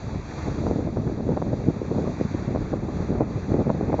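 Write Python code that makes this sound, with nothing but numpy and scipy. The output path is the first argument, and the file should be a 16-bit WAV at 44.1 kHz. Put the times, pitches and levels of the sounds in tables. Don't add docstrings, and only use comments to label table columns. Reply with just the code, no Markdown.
import sys
import numpy as np
from scipy import signal
from scipy.io import wavfile
from scipy.ndimage import uniform_filter1d

SR = 44100
rng = np.random.default_rng(int(sys.argv[2]) if len(sys.argv) > 2 else 0)


def store_pcm(level_fs):
    pcm = np.round(np.clip(level_fs, -1, 1) * 32767).astype(np.int16)
    wavfile.write(sys.argv[1], SR, np.atleast_2d(pcm).T)


N = 176400


# time in seconds, strength in dB.
GUST_STRENGTH = [(0, -47), (.055, -28), (.125, -31.5), (.175, -26), (.22, -39.5), (.43, -33.5),
                 (.48, -23.5), (.57, -26.5), (.63, -24), (.72, -23), (.78, -30), (.82, -24), (.93, -29.5),
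                 (.97, -23.5), (1.035, -26), (1.075, -22), (1.14, -29), (1.21, -23), (1.245, -27.5),
                 (1.29, -22.5), (1.45, -27), (1.49, -22.5), (1.62, -27), (1.71, -23.5), (1.755, -31),
                 (1.87, -29), (2.02, -21), (2.11, -23.5), (2.16, -41), (2.21, -25.5), (2.29, -32),
                 (2.39, -30), (2.50, -26.5), (2.70, -31.5), (2.78, -28), (2.95, -27), (3.06, -27.5),
                 (3.20, -20.5), (3.27, -30), (3.37, -27.5), (3.45, -31), (3.51, -20.5), (3.61, -20.5),
                 (3.65, -29.5), (3.70, -21.5), (3.77, -26.5), (3.91, -21.5), (4.0, -27)]
# time in seconds, lift in dB.
DEEP_SWELL = [(0, 2.5), (.7, 1), (1.3, -2.5), (2.05, -7), (2.6, 4.5), (3.1, 1.5), (3.6, -1.5), (4, -0.5)]
# frequency in Hz, relative spectral density in dB.
WIND_SPECTRUM = [(22, -19.5), (35, -11.5), (60, -2.5), (100, 0.5), (150, 0), (250, -3.5), (400, -10),
                 (650, -18), (1000, -32.5), (1600, -44)]

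def wind(reference_db=-25, turbulence_db=3.37, pivot_hz=205, deep_below_hz=73):
    eddies_db = turbulence_db * 2 * np.tanh(drift(45) / 2)
    gust_db = in_time(GUST_STRENGTH)[0] - reference_db + eddies_db
    deep_db, = in_time(DEEP_SWELL)
    rumble = 0
    for hz, band in noise_bands(WIND_SPECTRUM):
        follow = np.clip(0.92 + 0.31 * np.log2(hz / pivot_hz), .3, 1.6)
        flutter_db = drift(36)
        level_db = follow * gust_db + deep_db / (1 + (hz / deep_below_hz) ** 2) + flutter_db
        rumble = rumble + evened(band, hz, cycles=9, share=0.52) * from_db(level_db)
    return from_db(-26.5) * rumble


# time in seconds, relative level in dB, upper edge in Hz.
EDDY_SLAPS = [(0.473, -25.5, 405), (0.667, -19.5, 810), (.700, -27, 590), (0.711, -14.5, 574),
              (0.759, -21.5, 504), (0.791, -18.5, 495), (.873, -20.5, 585), (0.971, -22.5, 840),
              (1.29, -15.5, 520), (1.374, -21, 900), (1.423, -21, 830), (1.531, -20, 600),
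              (1.684, -11.5, 400), (1.816, -20, 450), (1.914, -19, 500), (1.956, -25.5, 600),
              (1.984, -17.5, 570), (2.042, -22, 470), (2.212, -13.5, 473), (2.251, -22, 353),
              (2.346, -17.5, 370), (2.56, -18, 730), (2.738, -18, 644), (3.104, -18, 424),
              (3.207, -13, 626), (3.493, -19, 450), (3.542, -14.5, 523), (3.591, -15, 497),
              (3.669, -15, 456), (3.701, -16, 855), (3.810, -19, 600), (3.902, -18.5, 660),
              (3.929, -18.5, 820), (3.942, -19, 750), (3.993, -20.5, 744)]

def buffets(ripples=5, spread_s=.007, ripple_db=-3.5, low_hz=121, width_s=0.0067):
    out = np.zeros(N + SR)
    t = np.arange(-SR // 20, SR // 20) / SR
    draws = rng.standard_normal((len(EDDY_SLAPS), 2, ripples))
    for (s, db, hz), (when, size) in zip(EDDY_SLAPS, draws):
        pulses = np.zeros(len(t))
        pulses[np.searchsorted(t[:-1], when * spread_s)] = from_db(ripple_db) * np.tanh(size)
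        pulses[len(t) // 2] = np.sign(size[0])
        body = signal.butter(1, [low_hz, max(hz, 2 * low_hz)], "band", fs=SR, output="sos")
        edges = signal.butter(3, [60, 1.044 * hz], "band", fs=SR, output="sos")
        slap = signal.sosfilt(edges, signal.sosfilt(body, pulses))
        slap *= np.sqrt(width_s * SR) / np.linalg.norm(slap)
        start = int((s + t[0]) * SR)
        out[start:start + len(t)] += from_db(db - 0.5) * slap
    return out[:N]


# time in seconds, roar level in dB, spray level in dB.
BREAKERS = [(0, -41, -49), (.2, -41.5, -50.5), (.38, -37, -46.5), (.52, -39.5, -46.5), (.68, -41.5, -49),
            (.9, -45.5, -53.5), (1.3, -45, -53.5), (1.65, -43.5, -51.5), (1.85, -42.5, -52),
            (2.1, -41, -49.5), (2.44, -39, -50), (2.55, -42.5, -52.5), (2.71, -38, -50.5),
            (2.78, -44, -54.5), (3.03, -39, -49.5), (3.24, -43.5, -56.5), (3.33, -41, -51.5),
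            (3.7, -41.5, -52.5), (4, -41.5, -52)]
# frequency in Hz, relative spectral density in dB.
ROAR_SPECTRUM = [(60, -8.5), (130, -3.5), (250, 1.5), (450, -6.5), (750, -6), (1100, -9.5), (1500, -14.5),
                 (2200, -16.5), (4000, -36.5)]
SPRAY_SPECTRUM = [(700, 4), (1400, -10), (2200, -0.5), (2700, -2), (3800, 1.5), (5000, 2), (6400, -1.5),
                  (7500, -2.5), (9000, -29)]

def surf():
    roar_db, spray_db = in_time(BREAKERS)
    roar = from_db(roar_db) * churn(ROAR_SPECTRUM, surge_db=0.34, patchy_db=1.84, patch_rate=15)
    spray = from_db(spray_db) * churn(SPRAY_SPECTRUM, surge_db=0.57, patchy_db=0.0, patch_rate=18)
    return roar + spray


def churn(spectrum, surge_db, patchy_db, patch_rate):
    surge = surge_db * drift(6.4)
    return sum(band * from_db(surge + patchy_db * drift(patch_rate)) for _, band in noise_bands(spectrum))


def noise_bands(spectrum):
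    hz, db = np.transpose(spectrum)
    edges = 20 * 2 ** np.arange(0, 9.6, .5)
    centres = np.sqrt(edges[:-1] * edges[1:])
    gains = from_db(np.interp(np.log(centres), np.log(hz), db)) * np.sqrt(centres)
    gains *= np.minimum(1, np.minimum(centres / hz[0], hz[-1] / centres)) ** 4
    for low, high, centre, gain in zip(edges, edges[1:], centres, gains / np.linalg.norm(gains)):
        bandpass = signal.butter(3, [low, high], "band", fs=SR, output="sos")
        band = signal.sosfilt(bandpass, rng.standard_normal(N + SR // 2))[-N:]
        yield centre, gain * band / rms(band)


def evened(band, hz, cycles, share):
    power = uniform_filter1d(band ** 2, max(3, int(cycles * SR / hz))) + 1e-20
    out = band / power ** (share / 2)
    return out * rms(band) / rms(out)


def drift(rate):
    pole = np.exp(-80 * np.pi * rate / SR)
    noise = rng.standard_normal(N // 40 + 2002)
    slow = signal.lfilter([1], [1, -2 * pole, pole * pole], noise)[2000:]
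    return np.interp(np.arange(N) / 40, np.arange(len(slow)), slow / rms(slow))


def in_time(rows):
    s, *columns = np.transpose(rows)
    return [np.interp(np.arange(N) / SR, s, c) for c in columns]


def from_db(db):
    return 10 ** (np.asarray(db) / 20)


def rms(x):
    return np.sqrt(np.mean(x ** 2) + 1e-20)


def scene():
    return (surf() + wind() + buffets())[None, :]


# centre in Hz, width in Hz.
DEAD_BANDS = [(3000, 870), (5200, 1020), (7980, 2100)]

def record(dry, roll_off_hz=8100, cutoff_hz=8800):
    for hz, width_hz in DEAD_BANDS:
        dry = signal.lfilter(*signal.iirnotch(hz, hz / width_hz, fs=SR), dry)
    dry = signal.sosfilt(signal.butter(10, roll_off_hz, fs=SR, output="sos"), dry)
    return signal.sosfilt(signal.ellip(10, .2, 80, cutoff_hz, fs=SR, output="sos"), dry)


dry = scene()
out = record(dry)
store_pcm(out)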